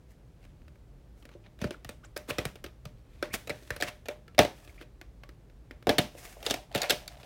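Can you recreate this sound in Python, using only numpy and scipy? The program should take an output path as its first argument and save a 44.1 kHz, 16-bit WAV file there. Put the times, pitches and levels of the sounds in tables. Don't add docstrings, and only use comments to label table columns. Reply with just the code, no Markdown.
import sys
import numpy as np
from scipy import signal
from scipy.fft import rfft, irfft, next_fast_len
from scipy.io import wavfile
from scipy.ndimage import uniform_filter1d

SR = 44100
rng = np.random.default_rng(int(sys.argv[2]) if len(sys.argv) > 2 else 0)


def file_out(sig):
    cols = np.atleast_2d(sig).T
    lim = np.clip(cols, -1, 1)
    pcm = np.round(lim * 32767).astype(np.int16)
    wavfile.write(sys.argv[1], SR, pcm)


N = 319725
TIME = np.arange(N) / SR
RING_TIME = TIME[:8192]
TOP_HZ = 16000

# start in seconds, contact time in seconds, strength in dB,
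# brightness in dB per octave, thud on the mattress in dB re strength.
TAPE_BLOWS = [(3.473, 0.0051, -42.5, 0, -10), (3.495, 0.0094, -34, -.5, -3.5), (3.802, 0.01, -39.5, -1, -8),
              (3.811, 0.0012, -42.5, 4, -29), (4.057, 0.0058, -47, -0.5, -19),
              (4.085, 0.00077, -33, -0.8, -22), (4.38, 0.028, -23, -2.5, -0.5),
              (4.39, 0.0018, -13, -0.66, -9.5), (4.449, 0.0029, -31, -2, -12), (5.87, 0.0018, -25, -3, -3),
              (5.892, 0.0063, -19, -1.5, -7.5), (5.9825, 0.0092, -21.5, 1, -1),
              (6.428, 0.0028, -44, 0.5, -24), (6.464, 0.0032, -29, 2, -38), (6.499, 0.0073, -33, 0.7, -2),
              (6.509, 0.0034, -27, 1.55, -24), (6.54, 0.0027, -32, 0.5, -26),
              (6.749, 0.0032, -27.5, 0.07, -2), (6.758, 0.002, -32.5, 1.3, -4), (6.777, 0.003, -36, 1, -25),
              (6.818, 0.0028, -37, 5, -26), (6.832, 0.0015, -36.5, 2, -35), (6.897, 0.0059, -27, 2, -17),
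              (6.9047, 0.0026, -24, 2, -24), (6.921, 0.0039, -35, 1, -4.5), (7.078, 0.0007, -48, 5, -16)]
# frequency in Hz, relative level in dB,
# decay time t60 in seconds; pitch and level scatter around these from blow to blow.
CASE_MODES = [(127, -1.5, 0.11), (283, 7.5, 0.043), (334, 12.5, 0.029), (520, 6, 0.024), (1200, 0.5, 0.17),
              (1460, 11.5, 0.013), (2440, 6.5, 0.09)]
TAPE_MODES = [(256.5, -2, 0.019), (498.5, 6, 0.016), (640, 2, 0.032), (730, -4.5, 0.06), (1728, 1, 0.037),
              (2333, 2, 0.052), (2770, -8, 0.079), (3730, 10.5, 0.02), (3830, -0.5, 0.06)]
# frequency in Hz, relative level in dB.
SHELL = [(80, -18), (300, 2), (560, 9.5), (1000, -6), (1400, 4), (4200, -1), (7000, -12.5), (15500, -16)]
# low edge in Hz, high edge in Hz.
RANGES = [(270, 840), (1100, 5000), (5000, 16000)]
SKID_DELAY_S, SKID_SPREAD_S, SKID_DB, SKID_HISS_DB = 0.016, 0.02, -18, -9.5


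def undb(db):
    return 10 ** (np.asarray(db) / 20)


def unit(x):
    return x / np.sqrt(np.mean(x ** 2))


def crest(x, db, size=265):
    return x * undb(db) / np.sqrt(uniform_filter1d(x ** 2, size).max())


def band(x, lo_hz, hi_hz, order=3):
    edges = [lo_hz, min(hi_hz, SR / 2 - 1)]
    return signal.sosfilt(signal.butter(order, edges, "band", fs=SR, output="sos"), x)


def noise(points, count, ripple_db=0):
    hz, db = np.transpose(points)
    size = next_fast_len(count)
    log_hz = np.log(np.fft.rfftfreq(size, 1 / SR) + 1)
    knots = np.linspace(np.log(200), np.log(TOP_HZ), num=56)
    ripple = np.interp(log_hz, knots, rng.standard_normal(len(knots)))
    gain_db = np.interp(log_hz, np.log(hz), db) + ripple_db * ripple
    spectrum = rfft(rng.standard_normal(size)) * undb(gain_db)
    return unit(irfft(spectrum, size)[:count])


def fade(t, t60):
    return np.exp(-np.log(1000) * t / t60)


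def linger(x, t60):
    keep = fade(1 / SR, t60) ** 2
    return np.sqrt(signal.lfilter([1 - keep], [1, -keep], x ** 2 + 1e-18))


def walk(rate, size=N):
    knots = rng.standard_normal(4096)
    return np.interp(TIME[:size] * rate, np.arange(len(knots)), knots)


def add(out, s, sound):
    start = max(int(s * SR), 0)
    out[start:start + len(sound)] += sound[:max(N - start, 0)]


def ring(modes, t, scatter_db, detune):
    chance = rng.standard_normal((len(modes), 3))
    total = 0
    for (hz, db, t60), (level, shift, sign) in zip(modes, chance):
        amplitude = np.sign(sign) * undb(db + scatter_db * level)
        total = total + amplitude * fade(t, t60) * np.sin(2 * np.pi * hz * (1 + detune * shift) * t)
    return total


def contacts(length, rate=2400, firm_s=0.014, settle_s=0.029):
    t = RING_TIME
    touches = (rng.random(len(t)) < rate / SR) * rng.uniform(-1.2, 1, len(t))
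    force = np.sqrt(abs(length) / firm_s) * touches * fade(np.maximum(t - length, 0), settle_s)
    force[0] = 1
    return force


def background():
    # frequency in Hz, relative level in dB per Hz.
    air_points = [(22, -15), (52, 7), (86, -10), (116, -3), (200, -11), (540, -19), (1000, -29),
                  (3250, -37.5), (14000, -48.5)]
    # frequency in Hz, mean level in dB.
    hum_tones = [(53.8, -58.5), (118.4, -64)]
    hum = 0
    for hz, db in hum_tones:
        level = undb(db + 2 * walk(7.6)) * np.sqrt(2)
        hum = hum + level * np.sin(2 * np.pi * hz * TIME + 3.8 * walk(14.0))
    air_db = -54.5
    return undb(air_db) * noise(air_points, N) + hum


def bedroom(x, wet_db, bass_t60, treble_t60, treble_db, modes_db, delay_s):
    # frequency in Hz, relative level in dB before chance scatter, t60 in seconds.
    room_modes = [(334.6, 2.5, 0.12), (500, 3.5, 0.056), (602, 2, 0.22), (717, -1, 0.2), (876, -10, 0.2)]
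    out, edges = np.zeros(N), np.geomspace(90, TOP_HZ, num=12)
    for lo, hi, height in zip(edges, edges[1:], np.linspace(0, 1, len(edges) - 1)):
        t60 = bass_t60 + height * (treble_t60 - bass_t60)
        stored = linger(band(x, lo, hi), t60)
        diffuse = unit(band(rng.standard_normal(N), lo, hi))
        add(out, delay_s, undb(wet_db + height * treble_db) * stored * diffuse)
    waves = ring(room_modes, TIME[:SR // 2], scatter_db=4.0, detune=0)
    standing = signal.fftconvolve(x, waves / np.linalg.norm(waves))[:N]
    add(out, delay_s, undb(modes_db) * standing)
    return x + out


def sliding(table, size, lead_s, scrape_db, hiss_db, catch_rate, catch_db, hollow_db, grip_db):
    # frequency in Hz, relative level in dB per Hz.
    scrape_points = [(150, -6), (400, -3.5), (650, -3), (1000, -2), (2400, 0.5), (4000, -6.5), (6000, -16),
                     (12000, -44)]
    hiss_points = [(2000, -33.5), (5000, -7.5), (8000, -8), (13000, -11.5), (16000, -13.5)]
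    out, t = np.zeros(N), TIME[:size]
    panel_modes = [mode for mode in TAPE_MODES if mode[0] < RANGES[0][1]]
    for s, spread, scrape_level, hiss_level in table:
        start = max(s - lead_s, 0)
        grip = walk(45, size)
        swell = np.exp(-.5 * np.minimum(((start + t - s) / spread) ** 2, 100))
        speed = swell * undb(grip_db * grip)
        catches = (rng.random(size) < catch_rate / SR) * rng.random(size)
        grain = unit(1 + undb(catch_db) * unit(linger(catches, 0.013)))
        here = noise(scrape_points, size, ripple_db=3)
        there = noise(scrape_points, size, ripple_db=3)
        texture = np.cos(grip) * here + np.sin(grip) * there
        friction = undb(scrape_level + scrape_db) * speed * grain * texture
        body = ring(panel_modes, RING_TIME, scatter_db=2, detune=.03)
        body = body * fade(RING_TIME, 0.047)
        hollow = signal.fftconvolve(friction, body / np.linalg.norm(body))[:size]
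        hiss_gain = undb(scrape_level + hiss_level + hiss_db)
        hiss = hiss_gain * speed * np.sqrt(grain) * noise(hiss_points, size)
        add(out, start, friction + undb(hollow_db) * hollow + hiss)
    return out


def skids(table):
    return [(s + SKID_DELAY_S, SKID_SPREAD_S, db + SKID_DB, SKID_HISS_DB) for s, _, db, _, _ in table]


def squeaks(arch, jitter_rate):
    # middle in seconds, spread in seconds, level in dB of the tone before its swell,
    # pitch at full speed in Hz, roughness as a share of that pitch.
    squeak_rows = [(2.043, 0.0073, -55, 1500, 0.03), (2.054, 0.0066, -59, 7260, 0.088),
                   (3.328, 0.017, -50.5, 2370, 0.095)]
    out, t = np.zeros(N), RING_TIME - RING_TIME[-1] / 2
    for s, spread, db, hz, rough in squeak_rows:
        speed = np.exp(-.5 * (t / spread) ** 2)
        pitch = hz * (1 + arch * (speed - 1) + rough * walk(jitter_rate, len(t)))
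        tone = unit(np.sin(2 * np.pi * np.cumsum(pitch) / SR))
        add(out, s + t[0], undb(db) * speed * tone)
    return out


def creaks(gain_db, knock_db, t60, contact_s, snap_db):
    # start in seconds, peak in dB before the tick and knock gains, centre in Hz.
    creak_rows = [(0.451, -50.5, 1920), (0.618, -57.5, 1800), (0.681, -49.5, 1860), (0.757, -56.5, 1900),
                  (1.226, -51, 2600), (1.253, -44, 2260), (1.291, -46.5, 1990), (1.59, -47.5, 1400),
                  (2.663, -39.5, 3800), (4.28, -46, 1920), (4.348, -46, 2870), (4.676, -46, 3000),
                  (4.813, -39, 2330), (5.014, -38, 1780), (5.235, -41.5, 1860), (5.291, -43, 1630),
                  (5.499, -55, 2000), (5.71, -36, 2160), (5.826, -45.5, 1540), (7.232, -44, 2900)]
    out, t = np.zeros(N), RING_TIME
    for s, db, hz in creak_rows:
        tick = noise(SHELL, len(t)) * linger(contacts(contact_s), t60)
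        pitched = band(tick, hz * 0.5, hz * 1.6, order=2)
        add(out, s, crest(pitched + undb(snap_db) * tick, db + gain_db))
        knock = band(ring(CASE_MODES, t, scatter_db=-8.5, detune=0.067), 230, 1000)
        add(out, s, crest(knock, db + knock_db))
    return out


def taps(table, contact_s, t60, ratio):
    out = np.zeros(N)
    for s, db, hz in table:
        burst = rng.standard_normal(len(RING_TIME)) * linger(contacts(contact_s), t60)
        add(out, s, crest(band(burst, hz / ratio, hz * ratio, order=2), db))
    return out


def reels(gain_db, rate, reel_hz, ratio, click_db, click_rate, click_t60):
    # time in seconds, level in dB before the common gain; joined by straight lines.
    rattle_levels = [(6.1, -68), (6.38, -61), (6.512, -36), (6.664, -62.5), (6.76, -36.5), (6.892, -41.5),
                     (7.08, -56.5), (7.24, -53.5)]
    times, db = np.transpose(rattle_levels)

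    def impacts(per_second):
        return (rng.random(N) < per_second / SR) * 1.0

    knocks, clicks = impacts(rate), impacts(click_rate)
    hollow = unit(band(knocks, reel_hz / ratio, reel_hz * ratio, order=2))
    rims = unit(band(noise(SHELL, N) * linger(clicks, click_t60), 1200, TOP_HZ, order=1))
    level_db = gain_db + np.interp(TIME, times, db, left=-120, right=db[-1])
    return (hollow + undb(click_db) * rims) * undb(level_db)


def case_beneath(gain_db, box_hz, ratio, t60, delay_s):
    out = np.zeros(N)
    for s, length, db, _, thud_db in TAPE_BLOWS:
        push = rng.standard_normal(len(RING_TIME)) * linger(contacts(length), t60)
        box = band(push, box_hz / ratio, box_hz * ratio, order=2)
        add(out, s + delay_s, crest(box, db + thud_db + gain_db))
    return out


def strengths(db, brightness, thud_db):
    panel_octaves, clack_octaves, tick_octaves = -1.5, 1.64, 3
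    tick_db = -3.5
    return (db + thud_db, db + brightness * panel_octaves, db + brightness * clack_octaves,
            db + brightness * tick_octaves + tick_db)


def blows(table, modes, modes_db, spot_db, bed_t60, shell_t60s, wall_hz, spot_rise, sink_s, thud_top_hz):
    out, t = np.zeros(N), RING_TIME
    ranges = [(50.3, thud_top_hz), *RANGES]
    range_rise = 0.02
    for s, length, strength_db, brightness, thud_db in table:
        levels = strengths(strength_db, brightness, thud_db)
        spot_hz = wall_hz * 2 ** (spot_rise * brightness)
        starts = (s + sink_s, s, s, s)
        force = contacts(length)
        response = ring(modes, t, scatter_db=-2.0, detune=0.044)
        tones = unit(signal.fftconvolve(force, response)[:len(t)])
        crowd = noise(SHELL, len(t), ripple_db=3.5)
        for edges, start, db, t60 in zip(ranges, starts, levels, shell_t60s):
            sound = unit(crowd * linger(force, t60)) + undb(modes_db) * tones
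            sound = sound + undb(spot_db) * band(sound, spot_hz / 1.12, spot_hz * 1.12, order=1)
            damped = sound * fade(t, bed_t60)
            lo_hz, hi_hz = np.multiply(edges, 2 ** (range_rise * brightness))
            add(out, start, crest(band(damped, lo_hz, hi_hz), db))
    return out


def scene():
    # start in seconds,
    # contact time in seconds, strength in dB, brightness in dB per octave, mattress thud in dB re strength.
    case_blows = [(1.616, 0.0088, -39.5, -0.6, 10.5), (1.642, 0.0074, -33, -3, 6.5),
                  (1.708, 0.00075, -37, -1.5, -23), (1.847, .0017, -45.5, 0.8, 3.5),
                  (1.891, 0.0071, -40.5, 0.5, -4.5), (2.163, 0.027, -36, -0.84, -24),
                  (2.175, 0.00066, -51, 5.5, -2), (2.287, 0.029, -49.5, -8.5, -3),
                  (2.306, 0.014, -34.5, -1.5, -4), (2.384, 0.009, -28.5, -0.55, -3.5),
                  (2.453, 0.0045, -32, 0.5, 0), (2.556, 0.0057, -48, -0.9, -9),
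                  (2.641, 0.013, -40, -0.5, -6.5), (2.854, 0.0038, -45.5, 0.06, 7.5),
                  (3.226, 0.0085, -30, -2.2, -22), (3.705, 0.001, -34.5, 0, -2.5),
                  (3.763, 0.0094, -42.5, 0.4, -1), (3.824, 0.0012, -29.5, 1, -20),
                  (3.832, 0.01, -36, 0.6, -8.5)]
    # middle in seconds, spread in seconds,
    # scrape in dB, hiss in dB re scrape, both before the common gains.
    strokes = [(.11, 0.019, -74.5, 7), (.46, 0.042, -73.5, -4), (1.21, 0.025, -77.5, 8.5),
               (1.33, 0.022, -67, -8), (1.459, 0.014, -66, -23), (1.63, 0.016, -48.5, -7),
               (2.048, 0.0075, -58.5, -4), (2.296, 0.0089, -43.5, 1.5), (2.41, 0.059, -59, -3),
               (3.3, 0.19, -71, -4), (3.346, 0.0085, -39.5, 4), (3.62, 0.22, -66, 2.5),
               (3.879, 0.011, -42.5, -5), (4.66, 0.069, -63.5, 3), (4.815, 0.017, -53.5, -8.5),
               (6.263, 0.064, -55.5, 5.5), (6.47, 0.038, -52.5, 4.5), (6.84, 0.05, -44, -11),
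               (7.15, 0.31, -67.5, 0)]
    # start in seconds, peak in dB, ringing in Hz.
    snaps = [(1.641, -34.5, 1470), (1.743, -47.5, 1400), (2.307, -30.5, 2470), (3.226, -32.5, 1510),
             (3.502, -33.5, 2140), (3.704, -27.5, 1670), (3.824, -23.5, 1680), (4.694, -53.5, 2240),
             (4.779, -53.5, 2250)]
    # start in seconds, peak in dB, pitch in Hz.
    rocking_knocks = [(1.351, -46, 405), (6.15, -44, 407), (6.367, -47.5, 547)]

    case = blows(case_blows, CASE_MODES, modes_db=-3.0, spot_db=-45.0, bed_t60=0.04,
                 shell_t60s=(0.83, 0.03, 0.053, 0.018), wall_hz=1730, spot_rise=0.043,
                 sink_s=0.00472, thud_top_hz=167)
    tape = blows(TAPE_BLOWS, TAPE_MODES, modes_db=-4.5, spot_db=4.0, bed_t60=0.14,
                 shell_t60s=(0.046, 0.058, 0.041, 0.015), wall_hz=2620, spot_rise=0.15,
                 sink_s=.008, thud_top_hz=214)
    slide = sliding(strokes, size=SR, lead_s=.5, scrape_db=3.5, hiss_db=-2.5, catch_rate=110,
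                    catch_db=-4.0, hollow_db=-10.5, grip_db=3.5)
    skid = sliding(skids([*case_blows, *TAPE_BLOWS]), size=8192, lead_s=SKID_DELAY_S, scrape_db=-1.0,
                   hiss_db=-2.5, catch_rate=250, catch_db=-4.0, hollow_db=-13.5, grip_db=-1.0)
    handling = case + tape + slide + skid
    handling = handling + creaks(gain_db=-5.0, knock_db=-10.5, t60=0.019, contact_s=0.00089, snap_db=1.5)
    handling = handling + taps(snaps, contact_s=0.0015, t60=0.011, ratio=1.11)
    handling = handling + taps(rocking_knocks, contact_s=0.0046, t60=0.026, ratio=1.26)
    handling = handling + squeaks(arch=0.37, jitter_rate=1200)
    handling = handling + reels(gain_db=-6.5, rate=77, reel_hz=697, ratio=1.136,
                                click_db=-4, click_rate=64, click_t60=0.016)
    handling = handling + case_beneath(gain_db=-4.5, box_hz=358, ratio=1.3, t60=0.025, delay_s=0.00065)
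    room = bedroom(handling, wet_db=-11.5, bass_t60=0.24, treble_t60=0.32, treble_db=-2.5,
                   modes_db=-23.5, delay_s=.006)
    return (room + background())[None]


def record(dry):
    dry = signal.sosfilt(signal.butter(2, 28, "high", fs=SR, output="sos"), dry)
    return signal.sosfilt(signal.ellip(8, .2, 70, TOP_HZ, fs=SR, output="sos"), dry)


dry = scene()
out = record(dry)
file_out(out)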